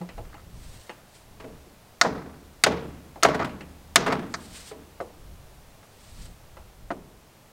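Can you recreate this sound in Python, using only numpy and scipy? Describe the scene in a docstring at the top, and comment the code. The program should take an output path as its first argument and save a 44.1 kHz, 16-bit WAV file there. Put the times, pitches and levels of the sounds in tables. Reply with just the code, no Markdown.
"""Downspout knocked home beside a steel barn

Outdoors, one microphone: a man on a ladder drives a plastic downspout into its fitting with four hard
blows, then three duller ones. Each hard blow is a click, a noisy crack and a hollow ring of decaying modes.
The pipe bumps the sheet-metal wall, which slaps and booms; loose plastic rattles in its brackets.
Taps, hand rubs and one hollow air note come between, as shaped noise and modes.
Behind them, low noise swells as wind buffets the microphone, over the steady hush of a quiet field."""
import sys
import numpy as np
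from scipy import signal
from scipy.fft import rfft, irfft, next_fast_len
from scipy.io import wavfile
from scipy.ndimage import uniform_filter1d

SR = 44100
rng = np.random.default_rng(int(sys.argv[2]) if len(sys.argv) > 2 else 0)


def generate_wav(signal):
    """Clip the signal to [-1, 1] and save it as 16-bit WAV at the path in sys.argv[1]."""
    frames = np.transpose(np.atleast_2d(signal))
    scaled = np.clip(frames, -1, 1) * 32767
    pcm = np.round(scaled).astype(np.int16)
    wavfile.write(sys.argv[1], SR, pcm)


N = 331615  # length of the scene, samples
T = np.arange(2 ** 16) / SR  # time axis of a single event, s

# Blows on the pipe: [t/s, level/dB, contact cut-off f/Hz, hollowness/dB, click level/dB, yard level/dB,
# crack time to 1/e /s]; click and yard are relative to the blow
KNOCKS = [(2.013, -3.5, 18000, 5.5, -20, -23, .0062), (2.6377, -5.5, 20300, -4, 0.5, -19.5, 0.011),
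          (3.2327, -8, 20000, 9, -2.5, -21, 0.0062), (3.9583, -2.5, 20000, -0.5, 2, -19, 0.0092),
          (4.34, -23.5, 6700, 16, -11, -26, .013), (5.0024, -18, 850, 2.5, -20, -28, 0.0078),
          (6.9046, -11, 699, 0.5, -8, -30, 0.018)]
# A hollow blow favours the main pipe resonances over the gap between: [f/Hz, share of hollowness]
HOLLOW_SHARES = [(600, 0.072), (1500, 0.56), (3000, -0.62), (4500, 0.17)]
# Ring of the pipe: [f/Hz, relative level/dB, t60/s]
PIPE_MODES = [(185.4, -31.5, 0.45), (494, -9.5, 0.017), (687.6, -0.5, 0.067), (1144, 0.5, 0.032),
              (1285, 2.5, 0.064), (1454, -3, 0.079), (1667, -2.5, 0.05), (1818, 3, 0.04), (2057, 8, 0.034),
              (3710, 3, 0.025), (4240, 6, 0.026), (4700, -0.5, 0.042), (5385, 4.5, 0.022), (6590, 1.5, .03)]
# Relative colour of the crack of the pipe: [f/Hz, level/dB]
CRACK_COLOUR = [(60, -31), (160, 1.5), (400, 1.5), (1300, 6.5), (2100, 7.5), (2700, 1.5), (5000, 3.5),
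                (7500, -3.5), (9300, -15), (10200, -37), (15000, -24)]
# Relative colour of the answer from the yard: [f/Hz, level/dB]
YARD_COLOUR = [(60, -6.5), (150, 7), (400, 7.5), (1000, 2), (2000, -4), (3000, -9), (6500, -8),
               (8500, -15.5), (11000, -20), (15000, -19.5)]
# The pipe bumps the wall: [t/s, force/dB, favoured f/Hz, treble tilt/dB]
WALL_BUMPS = [(1.399, -43, 900, 2.5), (1.44, -34.5, 420, -15.5), (2.047, -15, 790, -20),
              (2.6621, -12.5, 515, -4.5), (2.717, -27, 510, -4.5), (3.2465, -9, 880, -5),
              (3.284, -20.5, 476, -5.5), (3.344, -24, 943, -1), (3.396, -19, 872, -17.5),
              (3.444, -29, 1456, 3), (4.062, -22.5, 600, 1), (4.076, -15.5, 310, -12),
              (4.1214, -19, 895, -3), (4.189, -37.5, 260, -0.5), (4.712, -39.5, 400, -4)]
# Ring of the wall panels: [f/Hz, relative level/dB, t60/s]
WALL_MODES = [(73.5, -16, 3.3), (79, -21, 2.2), (142, -11.5, 1), (183.2, -11.5, 1.07), (252, -4.5, 0.41),
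              (283, -10.5, 0.85), (428.5, -0.5, 0.35), (461, -9.5, 0.83), (619, -2.5, 0.33),
              (660, -2.5, 0.24), (810, -3.5, 0.19), (974, -6.5, 0.24), (1125, -10, 0.4), (1260, -24, 0.73)]
# Relative colour of the slap on sheet metal: [f/Hz, level/dB]
SLAP_COLOUR = [(80, -37), (250, -14.5), (450, 3), (900, -3), (1700, -5.5), (3000, -13.5), (8000, -28),
               (15000, -43)]
# Relative colour of the dense wall boom: [f/Hz, level/dB]
BOOM_COLOUR = [(45, -13), (100, -0.5), (170, 11.5), (400, 6.5), (700, -0.5), (1600, -6), (3000, -10.5),
               (6500, -24.5), (10000, -23), (15000, -49.5)]
# Ring-out of wall and yard by band: [f/Hz, t60/s]
RING_OUT = [(80, 1.14), (200, 1.09), (500, 0.7), (1500, 0.73), (4000, 0.51), (8000, 0.21), (15000, 0.07)]
# Light taps and ticks of the pipe in its fittings: [t/s, level/dB, favoured f/Hz]
PIPE_TAPS = [(.014, -34.5, 610), (0.09, -36, 2330), (.179, -33, 610), (0.342, -39.5, 1470),
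             (0.894, -30, 1730), (3.158, -37.5, 681), (3.227, -16.5, 2960), (3.4938, -39, 2400),
             (3.608, -34, 2044), (5.009, -28.5, 485), (5.83, -46, 1410), (6.569, -39, 1120),
             (6.913, -28, 420)]
# Relative colour of a tap: [f/Hz, level/dB]
TAP_COLOUR = [(80, -13.5), (300, 15.5), (550, 12.5), (800, 10.5), (1200, 3), (1900, -14), (2800, 2),
              (4500, -33), (9000, -7), (15000, -73)]
# Soft pushes on the open pipe sound its air column: [t/s, level/dB, f/Hz, t60/s]
AIR_THUMPS = [(.006, -22.5, 177, 0.21)]
# The loose pipe chatters in its brackets: [start t/s, end t/s, level of the weakest bounce/dB]
BRACKET_RATTLES = [(0.242, 0.411, -58.5), (3.256, 3.348, -40), (3.39, 3.434, -38.5), (4.068, 4.154, -35)]
# A hand slides along the pipe: [fastest at t/s, level/dB, rise from 1/e /s, fall to 1/e /s]
HAND_RUBS = [(.76, -54, 0.19, 0.15), (1.17, -59, .08, 0.068), (4.682, -47.5, 0.3, 0.037),
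             (6.2, -54.5, 0.23, 0.12)]
# Relative colour of skin on plastic: [f/Hz, level/dB]
RUB_COLOUR = [(500, -12.5), (1300, -7), (1900, -4), (2700, -4.5), (4300, -1.5), (6500, -7), (8400, -2),
              (10000, -11), (15000, -22)]
# Gusts on the microphone: [middle t/s, length between 1/e points/s, level/dB]
WIND_GUSTS = [(0.207, 0.2, -42), (0.59, 0.38, -43), (1.428, 0.33, -51), (3.5, 3.64, -59),
              (5.426, 0.67, -51), (6.215, 0.29, -47), (6.746, 0.73, -52)]
# Relative colour of wind on the microphone: [f/Hz, level/dB]
WIND_COLOUR = [(15, -3), (42, 0.5), (90, -6), (160, -11), (300, -25), (800, -49.5)]
# Relative colour of the quiet field: [f/Hz, level/dB]
FIELD_COLOUR = [(59, -26), (100, -7), (253, -14), (281, -15.5), (627, -12.5), (1660, -22), (4660, -26.5),
                (15500, -32)]

SOFT_FLOOR_DB = -45  # treble that even the softest contact lets through
SLAP_RISE_S, SLAP_HOLD_S, SLAP_T60_S = 0.0015, 0.0062, 0.06
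BOOM_DB, BOOM_GROWTH = -20, 0.65  # boom of a 0 dB bump; dB of boom per dB of force
BREEZE_DB, GUST_FLATNESS = -64.5, 2  # breeze between gusts; how level the top of a gust is
FLUTTER_DB, FLUTTER_PER_S = 2, 14
FIELD_DB = -54.5
TOP_HZ = 15800  # top of the recorder's range


def knocks():
    """The pipe jumps in its socket: a click, a burst of chatter, a hollow ring, and the yard's answer."""
    out = np.zeros(N)
    hz = np.geomspace(100, 16000, 40)
    click_colour = [(500, -14), (4000, -9.5), (9000, -4.5), (15000, -21.5)]
    for s, db, cutoff_hz, hollow_db, click_db, yard_db, length_s in KNOCKS:
        click = undb(click_db) * noise(click_colour, len(T)) * fade(0.0076)
        # the chatter holds for a few milliseconds and stops as the joint seats
        chatter_shape = np.exp(-(T / length_s) ** 2)
        crack = undb(-5.5) * grit(CRACK_COLOUR, len(T), spread_db=6.5) * chatter_shape
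        pipe = undb(-13) * ring(PIPE_MODES, detune=0.0037)
        direct = echo(click + crack + pipe, lag_s=0.0075, db=-15.5)
        blow = direct + undb(yard_db - 1) * tail(YARD_COLOUR, swell_s=0.011)
        # a soft contact loses 12 dB an octave above its cut-off
        contact_db = np.maximum(-10 * np.log10(1 + (hz / cutoff_hz) ** 4), SOFT_FLOOR_DB)
        hollowness_db = hollow_db * on_log(hz, HOLLOW_SHARES)
        add(out, s, colour(blow, np.c_[hz, db + contact_db + hollowness_db]))
    return out


def bumps():
    """The sheet wall slaps, then booms; slap grows faster with force, each spot favours its own pitch."""
    out = np.zeros(N)
    slap_fall = np.exp(-np.log(1000) * np.maximum(T - SLAP_HOLD_S, 0) / SLAP_T60_S)
    contact = (1 - np.exp(-T / SLAP_RISE_S)) * slap_fall
    for s, force_db, centre_hz, treble_db in WALL_BUMPS:
        slap = undb(force_db) * noise(SLAP_COLOUR, len(T)) * contact
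        panels = undb(3.5) * ring(WALL_MODES, detune=0.0059) * (1 - np.exp(-T / 0.00434))
        boom = panels + tail(BOOM_COLOUR, swell_s=0.0058)
        boom_gain = undb(BOOM_DB + BOOM_GROWTH * force_db)
        spot = [(centre_hz / 2, -3), (centre_hz, 2), (centre_hz * 2, treble_db / 2), (8000, treble_db)]
        add(out, s, colour(slap + boom_gain * boom, spot))
    return out


def taps():
    """Small contacts wake the pipe in one broad band each, with a faint boom behind."""
    out = np.zeros(N)
    for s, db, centre_hz in PIPE_TAPS:
        tick = noise(TAP_COLOUR, len(T)) * fade(0.13) + undb(-14) * ring(PIPE_MODES, detune=0.023)
        tap = echo(tick, lag_s=0.006, db=-7) + undb(-15.5) * tail(BOOM_COLOUR, swell_s=0.0033)
        band = [(centre_hz / 3, -9), (centre_hz, 3), (centre_hz * 2, -5), (centre_hz * 6, -14)]
        add(out, s, colour(undb(db) * tap, band))
    return out


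def thumps():
    """The air in the pipe gives one round, hollow note: a decaying sine with a soft onset."""
    out = np.zeros(N)
    for s, db, hz, t60 in AIR_THUMPS:
        note = ring([(hz, db, t60)], detune=0.003)
        add(out, s, note * (1 - np.exp(-T / 0.012)))
    return out


def rattles():
    """Quick uneven bounces of plastic on metal, each a tiny clack with a short hollow ring."""
    out = np.zeros(N)
    count = 10  # bounces in each rattle
    size = len(T) // 10
    for start, end, db in BRACKET_RATTLES:
        for k, (late, force) in enumerate(rng.random((count, 2))):
            clack = noise(CRACK_COLOUR, size) * fade(0.034)[:size]
            pipe = undb(-12.5) * ring(PIPE_MODES, detune=0.013)[:size]
            s = start + (end - start) * (k + late) / count
            add(out, s, undb(db + 10 * force) * (clack + pipe))
    return colour(out, [(400, 4.5), (1200, 8), (2100, -0.5), (3500, -9.5), (12000, -19)])


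def rubs():
    """Skin sliding on plastic: a soft, slightly uneven hiss that follows the speed of the hand."""
    speed = np.zeros(N)
    for s, db, rise_s, fall_s in HAND_RUBS:
        speed += undb(db) * hump(s, rise_s, fall_s, flatness=2)
    return noise(RUB_COLOUR, N) * speed * undb(1.9 * walk(60))


def wind():
    """Gusts swell out of a light breeze and flutter on the microphone as low noise."""
    flow = np.full(N, undb(BREEZE_DB))
    for s, length_s, db in WIND_GUSTS:
        flow += undb(db) * hump(s, length_s / 2, length_s / 2, GUST_FLATNESS)
    flutter = undb(FLUTTER_DB * walk(FLUTTER_PER_S))
    return noise(WIND_COLOUR, N) * flow * flutter


def field():
    """The hush of the quiet field: coloured noise whose level wanders very slightly."""
    return noise(FIELD_COLOUR, N) * undb(FIELD_DB + 0.6 * walk(3.004))


def ring(modes, detune):
    """Modes that fall 60 dB in their t60; pitch and phase land a little differently each time."""
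    out = np.zeros(len(T))
    draws = rng.standard_normal((len(modes), 2))
    for (hz, db, t60), (shift, phase) in zip(modes, draws):
        t = T[:int(t60 * SR)]
        cycles = hz * (1 + detune * shift) * t + phase
        out[:len(t)] += undb(db - 60 * t / t60) * np.sin(2 * np.pi * cycles)
    return out


def tail(points, swell_s):
    """Dense panel modes and echoes, in clumps: the bass builds up later and has its own ring-out."""
    spectrum = rfft(noise(points, len(T)))
    hz = np.arange(len(spectrum)) * SR / len(T)
    centres = np.array(RING_OUT)[:, 0]
    place = on_log(hz, np.c_[centres, np.arange(len(centres))])
    out = np.zeros(len(T))
    for k, (centre, t60) in enumerate(RING_OUT):
        # overlapping triangular bands that sum to the whole spectrum
        band = irfft(spectrum * np.maximum(1 - abs(place - k), 0), len(T))
        swell = 1 - np.exp(-T / (swell_s * np.sqrt(500 / centre)))
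        out += band * fade(t60) * swell
    return out * undb(2.34 * walk(110, size=len(T)))


def echo(x, lag_s, db):
    """Add one reflection off a nearby surface."""
    delayed = np.pad(x, (int(lag_s * SR), 0))[:len(x)]
    return x + undb(db) * delayed


def grit(points, size, spread_db):
    """Coloured noise of rms 1 made of tiny contacts of very unequal force."""
    force = undb(spread_db * np.clip(rng.standard_normal(size), -2, 2))
    return unit(colour(rng.choice([-1, 1], size) * force, points))


def noise(points, size):
    """Coloured noise of rms 1."""
    return unit(colour(rng.standard_normal(size), points))


def colour(x, points):
    """Causal minimum-phase filter with the gain of (Hz, dB) points."""
    size = 2 * next_fast_len(len(x) // 2 + 1)
    hz = np.arange(size // 2 + 1) * SR / size
    cepstrum = irfft(np.log(undb(on_log(hz, points))))
    # fold the cepstrum onto positive time, so nothing sounds before its cause
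    cepstrum[1:size // 2] *= 2
    cepstrum[size // 2 + 1:] = 0
    return irfft(rfft(x, size) * np.exp(rfft(cepstrum)))[:len(x)]


def hump(s, rise_s, fall_s, flatness):
    """A smooth swell that peaks at time s."""
    late = np.arange(N) / SR - s
    return np.exp(-np.maximum(-late / rise_s, late / fall_s) ** flatness)


def walk(rate, size=N):
    """Random wander with a spread near 1, from smoothed steps at the given rate per second."""
    hold = int(SR / rate)
    steps = np.repeat(rng.standard_normal(size // hold + 1), hold)
    return unit(uniform_filter1d(steps, hold)[:size])


def fade(t60):
    """Exponential decay, 60 dB down after t60 seconds."""
    return np.exp(-np.log(1000) * T / t60)


def on_log(hz, points):
    """Read (Hz, value) points on a log-frequency axis."""
    f, value = np.transpose(points)
    return np.interp(np.log(np.maximum(hz, 1)), np.log(f), value)


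def undb(db):
    """Decibels to gain."""
    return 10 ** (np.asarray(db) / 20)


def unit(x):
    """Scale to rms 1."""
    return x / np.sqrt(np.mean(x ** 2))


def add(track, s, sound):
    """Mix a sound into a track at time s."""
    start = max(int(s * SR), 0)
    track[start:start + len(sound)] += sound[:N - start]


def scene():
    """Pipe, wall, hand, wind and field summed at one microphone."""
    pipe_and_wall = knocks() + bumps() + taps() + thumps() + rattles()
    return (pipe_and_wall + rubs() + wind() + field())[None]


def record(dry):
    """The recorder rounds the loudest peaks, then cuts the top with a steep low-pass."""
    low_pass = signal.ellip(10, 0.2, 80, TOP_HZ, fs=SR, output="sos")
    return signal.sosfilt(low_pass, np.tanh(dry))


dry = scene()
out = record(dry)
generate_wav(out)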